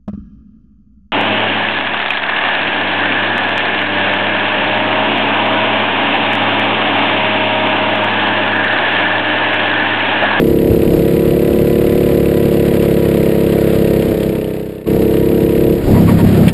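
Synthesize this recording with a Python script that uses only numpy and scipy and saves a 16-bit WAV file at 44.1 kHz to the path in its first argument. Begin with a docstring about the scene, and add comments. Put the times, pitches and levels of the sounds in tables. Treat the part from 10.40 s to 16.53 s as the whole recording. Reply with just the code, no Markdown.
"""A single-cylinder four-stroke kart drones and honks at the driver's helmet as it laps an outdoor track.
Each cycle is a ringing exhaust puff with a rasp of gas noise, then two air-box honks; the drive whines in sines.
Coloured noise makes wind and tyre hiss. The sound fades, then cuts back in at 4.46 s.
From 5.34 s the throttle shuts for a corner: the frame booms in thumps, chirps and rattles once.
Coarse sampling mirrors the engine into a thin sizzle near 12 kHz."""
import sys
import numpy as np
from scipy import signal
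from scipy.fft import rfft, irfft
from scipy.io import wavfile

SR = 44100
rng = np.random.default_rng(int(sys.argv[2]) if len(sys.argv) > 2 else 0)


def unload_audio(sound):
    """Save the sound as a 16-bit wav file, at the path given as the first command line argument."""
    columns = np.transpose(np.atleast_2d(sound))
    # keep every value between -1 and 1, then stretch to whole-number steps
    steps = np.round(np.clip(columns, -1, 1) * 32767)
    wavfile.write(sys.argv[1], SR, steps.astype(np.int16))


N = 270333
TIME_S = np.arange(N) / SR

# engine speed: time_s, rate_cycles_per_s
ENGINE_SPEED = [(0.0, 34.8), (0.31, 34.38), (0.57, 34.56), (0.92, 35.46), (1.51, 36.06), (2.05, 35.31),
                (2.42, 34.95), (2.91, 33.99), (3.15, 34.24), (3.66, 33.71), (4.11, 32.54), (4.46, 32.5),
                (4.47, 33.32), (5.37, 34.75), (5.54, 34.11), (5.8, 33.63), (6.13, 32.32)]
# cornering: time_s, tyre_load_0_to_1
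CORNERING = [(0, 0), (.3, .12), (.6, 0.34), (1.5, 0.46), (2.5, 0.76), (3.55, 0.9), (3.9, .75), (4.45, 0.8),
             (4.48, 0.32), (5.3, 0.09), (6.13, 0.58)]

# noise colours, relative: freq_hz, density_db_per_hz
WIND_COLOUR = [(15, -15), (35, -3.5), (70, -6.5), (140, 0), (250, -2.5), (400, -5.5), (550, -8.5),
               (700, -13), (1000, -33), (2000, -41)]
TYRE_COLOUR = [(300, -4), (800, 1.5), (1300, 2), (2000, 0.5), (2800, -2), (3600, -6), (4500, -8),
               (5500, -16)]
RASP_COLOUR = [(500, -13), (1200, -7.5), (2000, 1), (2700, 2.5), (3400, -3), (4000, -6), (4600, -11),
               (5500, -14)]
ROAR_COLOUR = [(100, -30), (250, -8), (400, -9.5), (580, 0.5), (700, -4.5), (900, -32), (2000, -56)]
# self-noise colour of each microphone, relative: freq_hz, density_db_per_hz
MIC_COLOUR = [(100, -5), (400, 10), (1000, -2), (4500, -3), (5400, -28), (6700, -30), (7500, 2),
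              (10000, 4.5), (14000, 2)]
# stereo lean of hiss and rasp, rows left, right: gain_db
LEAN_DB = [
    [-0.82],
    [0.24],
]
# gusts on the helmet: time_s, above_steady_wind_db, length_s
GUSTS_ON_HELMET = [(0.32, 3.5, 0.074), (0.537, 5.5, 0.11), (3.7, 3.5, 0.21), (4.6, 4, 0.088)]

# squeals in the corner: time_s, level_db, pitch_hz, length_s
SQUEALS = [(5.568, -23.5, 967, 0.027), (5.688, -23.5, 1130, 0.011), (5.705, -25, 943, 0.019),
           (5.806, -23.5, 940, 0.017)]
# bumps through the frame: time_s, peak_db, pitch_hz, length_s
BUMPS = [(.31, -8, 90, 0.01), (4.62, -14, 152, 0.021), (6.075, 8.5, 172, 0.0031)]
# one rattle: time_s, level_db, length_s
RATTLE_BURST = (6.085, -19.5, 0.015)

# damped pulses: place_in_cycle_0_to_1, relative_peak (suction negative), ring_hz, length_s
EXHAUST_PULSES = [(.003, -0.15, 326, 0.0021), (.103, 0.41, 171, 0.0042)]
VALVE_OPENING_PULSES = [(.333, -0.71, 394.4, 0.0021)]
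VALVE_CLOSING_PULSES = [(.635, -0.45, 335, 0.0032), (.675, 0.21, 436, 0.0041), (.85, -0.18, 412, 0.0037)]
DUCT_BARK_PULSES = [(.333, -0.13, 575, 0.0015), (.645, -0.15, 544, 0.0029)]
FRAME_THUMPS = [(0.543, 0.63, 149, 0.0058), (0.913, 0.95, 185, 0.0063), (0.33, 0.34, 310, 0.0044),
                (0.016, 0.97, 197, 0.0045)]
# rasp envelope within a cycle: rise_cycles, fall_cycles
RASP_RISE_FALL = (.09, .21)

# levels: straight_full_throttle_db, added_by_full_cornering_db, added_by_shut_throttle_db
EXHAUST_LEVELS = (-1.5, 3.5, -13)
VALVE_OPENING_LEVELS = (-1.47, 2, -40)
VALVE_CLOSING_LEVELS = (3.5, -6.5, -31)
DUCT_BARK_LEVELS = (-13.5, 3.5, -12)
RASP_LEVELS = (-29.3, 3.8, -22)
WIND_LEVELS = (-19.5, -5, 9)
TYRE_LEVELS = (-37.5, 6, 5)
# drive tones: multiple_of_cycle_rate, then the three level columns above
DRIVE_TONES = [(28, -42, 1.1, -5), (55, -50, 7.2, 0)]
# wander of the engine phase: rms_cycles, rate_limit_hz
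PHASE_HUNT = (.004, 6)

START_PLACE_CYCLES, CUT_SKIP_CYCLES = -.38, .106
LIFT_S, LIFT_TAKES_S = 5.34, .15  # throttle starts to close, time it takes
LOOK_S, LOOK_TAKES_S, LOOK_DB = .52, .47, 12  # driver's head turn brings the intake duct to the ear
BOOM_S, BOOM_RISE_S, BOOM_END_S, BOOM_RELEASE_S, BOOM_DB = 5.45, .085, 6.06, .051, -1.1
FADE_S, FADED_GAIN, CUT_S, CUT_TAKES_S = 3.55, .11, 4.458, .016
HOLD_HZ, BAND_HZ, EDGE_HZ = 12000, 5460, 14500  # sample-hold rate, band ahead of it, final upper edge


def amp(db):
    """Decibels to gain."""
    return 10 ** (np.asarray(db) / 20)


def unit(x):
    """Scale to rms 1."""
    return x / np.sqrt(np.mean(x ** 2) + 1e-20)


def curve(rows):
    """Second column of a table, interpolated to every sample."""
    time_s, values = np.transpose(rows)
    return np.interp(TIME_S, time_s, values)


def ramp(start_s, length_s):
    """Linear rise from 0 to 1."""
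    return np.clip((TIME_S - start_s) / length_s, 0, 1)


def bell(peak_s, length_s):
    """Gaussian swell with peak 1."""
    return np.exp(-np.minimum(((TIME_S - peak_s) / length_s) ** 2, 60))


def driven(straight_db, corner_db, shut_db):
    """Gain that follows cornering and throttle; the throttle bites most as it nears shut."""
    shut = ramp(LIFT_S, LIFT_TAKES_S) ** 1.64
    return amp(straight_db + corner_db * curve(CORNERING) + shut_db * shut)


def filtered_noise(gain):
    """White noise shaped by a gain per frequency bin, rms 1."""
    return unit(irfft(rfft(rng.standard_normal(N)) * gain, N))


def noise(colour):
    """Noise of the given colour, rms 1."""
    freq_hz, density_db = np.transpose(colour)
    log_bins = np.log(np.fft.rfftfreq(N, 1 / SR) + 1)
    return filtered_noise(amp(np.interp(log_bins, np.log(freq_hz), density_db)))


def drift(limit_hz):
    """Random wander of rms 1 with a Gaussian roll-off at limit_hz."""
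    return filtered_noise(np.exp(-(np.fft.rfftfreq(N, 1 / SR) / limit_hz) ** 2))


def wide(colour, side_db):
    """Stereo noise: a common part plus a part of opposite sign left and right."""
    return noise(colour) + amp(side_db) * noise(colour) * np.array([[1], [-1]])


def lowpass(x, edge_hz, taps):
    """Steep FIR low-pass on both channels."""
    kernel = signal.firwin(taps, edge_hz, window=("kaiser", 9), fs=SR)
    return signal.oaconvolve(x, kernel[None], "same")


def pulses(rows, turns, uneven_db, jitter_s, detune):
    """Each pulse rings a damped cavity once a cycle, with random size, timing and pitch."""
    out = np.zeros(N)
    cycles = np.arange(-1, int(turns[-1]) + 1)
    for place, peak, ring_hz, length_s in rows:
        for cycle, (size, late, sharp) in zip(cycles, rng.standard_normal((len(cycles), 3))):
            if not turns[0] < cycle + place < turns[-1]:
                continue
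            peak_s = TIME_S[np.searchsorted(turns, cycle + place)] + jitter_s * late
            near = slice(*np.searchsorted(TIME_S, [peak_s - 4 * length_s, peak_s + 4 * length_s]))
            t = TIME_S[near] - peak_s
            ring = np.exp(-(t / length_s) ** 2) * np.cos(2 * np.pi * ring_hz * (1 + detune * sharp) * t)
            out[near] += peak * amp(uneven_db * size) * ring
    return out


def air():
    """Lumpy, gusting helmet wind under tyre and air hiss; both drop as the boom ends."""
    calm = ramp(BOOM_END_S, BOOM_RELEASE_S)
    gusts_db = sum(db * bell(time_s, length_s) for time_s, db, length_s in GUSTS_ON_HELMET)
    wind_gain = driven(*WIND_LEVELS) * amp(gusts_db - 12 * calm + 2 * drift(16))
    hiss_gain = driven(*TYRE_LEVELS) * amp(-6 * calm + 2 * drift(59))
    wind = wind_gain * wide(WIND_COLOUR, side_db=-55)
    hiss = hiss_gain * wide(TYRE_COLOUR, side_db=-16.5)
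    return wind + hiss * amp(LEAN_DB)


def chassis(octave_db=-8.5, waver_rad=.55, rough_db=2.5):
    """Rough squeals under braking, damped bumps in the road, and a noise rattle after the last one."""
    out = np.zeros(N)
    for time_s, db, pitch_hz, length_s in SQUEALS:
        angle = 2 * np.pi * pitch_hz * TIME_S + waver_rad * drift(200)
        squeal = np.sqrt(2) * (np.sin(angle) + amp(octave_db) * np.sin(2 * angle))
        out += amp(db + rough_db * drift(200)) * bell(time_s, length_s) * squeal
    for time_s, db, pitch_hz, length_s in BUMPS:
        out -= amp(db) * bell(time_s, length_s) * np.cos(2 * np.pi * pitch_hz * (TIME_S - time_s))
    time_s, db, length_s = RATTLE_BURST
    return out + amp(db + 2.7 * drift(400)) * bell(time_s, length_s) * noise(RASP_COLOUR)


def whine(turns, waver_rad=.44):
    """The drive sings at two multiples of the cycle rate, wavering in phase and level."""
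    tones = np.zeros(N)
    for order, *levels in DRIVE_TONES:
        tones += driven(*levels) * np.sin(2 * np.pi * order * turns + waver_rad * drift(40))
    return np.sqrt(2) * tones * amp(2.4 * drift(30))


def boom(turns, shudder_db=-17):
    """With the throttle shut the engine shakes the frame in uneven thumps over a deep shudder."""
    release = np.exp(-np.maximum(TIME_S - BOOM_END_S, 0) / BOOM_RELEASE_S)
    level = amp(BOOM_DB) * ramp(BOOM_S, BOOM_RISE_S) * release
    shudder = amp(shudder_db + 3 * drift(15)) * np.cos(6 * np.pi * (turns - .56))  # 3 per cycle
    thumps = pulses(FRAME_THUMPS, turns, uneven_db=1.2, jitter_s=.00014, detune=.026)
    return level * (shudder + thumps)


def rasp(turns, uneven_db=1.03):
    """Hot gas tears out of the silencer after each firing and dies away over the cycle."""
    place, (rise, fall) = turns % 1, RASP_RISE_FALL
    gate = (1 - np.exp(-(place / rise) ** 2)) * np.exp(-place / fall)
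    cycle_index = np.floor(turns).astype(int) + 1
    firing_db = uneven_db * rng.standard_normal(int(turns[-1]) + 2)[cycle_index]
    gain = driven(*RASP_LEVELS) * amp(firing_db + 1.5 * drift(500))
    return gain * gate / gate.max() * wide(RASP_COLOUR, side_db=-18) * amp(LEAN_DB)


def shake(turns):
    """The piston rocks the kart at crank speed, two turns a cycle."""
    return amp(-27.5) * np.cos(4 * np.pi * (turns - .1))


def intake(turns):
    """The air box honks and its duct barks as the intake valve opens and shuts, over rushing air."""
    looking = ramp(LOOK_S, LOOK_TAKES_S) * (TIME_S < CUT_S)
    opening = pulses(VALVE_OPENING_PULSES, turns, uneven_db=.6, jitter_s=.00004, detune=.015)
    closing = pulses(VALVE_CLOSING_PULSES, turns, uneven_db=.6, jitter_s=.00004, detune=.015)
    bark = pulses(DUCT_BARK_PULSES, turns, uneven_db=1, jitter_s=.00004, detune=.01)
    honks = driven(*VALVE_OPENING_LEVELS) * opening + driven(*VALVE_CLOSING_LEVELS) * closing
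    roar = amp(-31) * driven(*VALVE_OPENING_LEVELS) * noise(ROAR_COLOUR)
    return honks + driven(*DUCT_BARK_LEVELS) * amp(LOOK_DB * looking) * bark + roar


def exhaust(turns):
    """Each firing sends a suction dip and a pressure puff through the exhaust."""
    puffs = pulses(EXHAUST_PULSES, turns, uneven_db=.5, jitter_s=.0001, detune=.033)
    return driven(*EXHAUST_LEVELS) * puffs


def engine_turns():
    """Engine phase in cycles: summed speed, a skip at the cut, and hunting that shifts the firings."""
    hunt_cycles, hunt_hz = PHASE_HUNT
    steady = START_PLACE_CYCLES + np.cumsum(curve(ENGINE_SPEED)) / SR
    return steady + CUT_SKIP_CYCLES * ramp(CUT_S, CUT_TAKES_S) + hunt_cycles * drift(hunt_hz)


def scene():
    """Sum of air, chassis and the sources locked to the engine phase."""
    turns = engine_turns()
    engine = shake(turns) + intake(turns) + exhaust(turns)
    return air() + chassis() + whine(turns) + boom(turns) + rasp(turns) + engine


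def record(dry, self_hiss_db=-47):
    """Soft overload, a narrow band held at 12 kHz (which mirrors it upward), mic hiss, fade, band limit."""
    limited = dry / (1 + dry ** 8) ** (1 / 8)
    images = 1 + 2 * np.cos(2 * np.pi * HOLD_HZ * TIME_S)
    mirrored = lowpass(limited, BAND_HZ, taps=181) * images
    hold_response = np.sinc(np.fft.rfftfreq(N, 1 / SR) / HOLD_HZ)
    held = irfft(rfft(mirrored) * hold_response, N)
    hiss = amp(self_hiss_db) * np.array([noise(MIC_COLOUR), noise(MIC_COLOUR)])
    faded = ramp(FADE_S, CUT_S - FADE_S) - ramp(CUT_S, CUT_TAKES_S)
    fade_gain = 1 - (1 - FADED_GAIN) * faded
    return lowpass((held + hiss) * fade_gain, EDGE_HZ, taps=801)


dry = scene()
out = record(dry)
unload_audio(out)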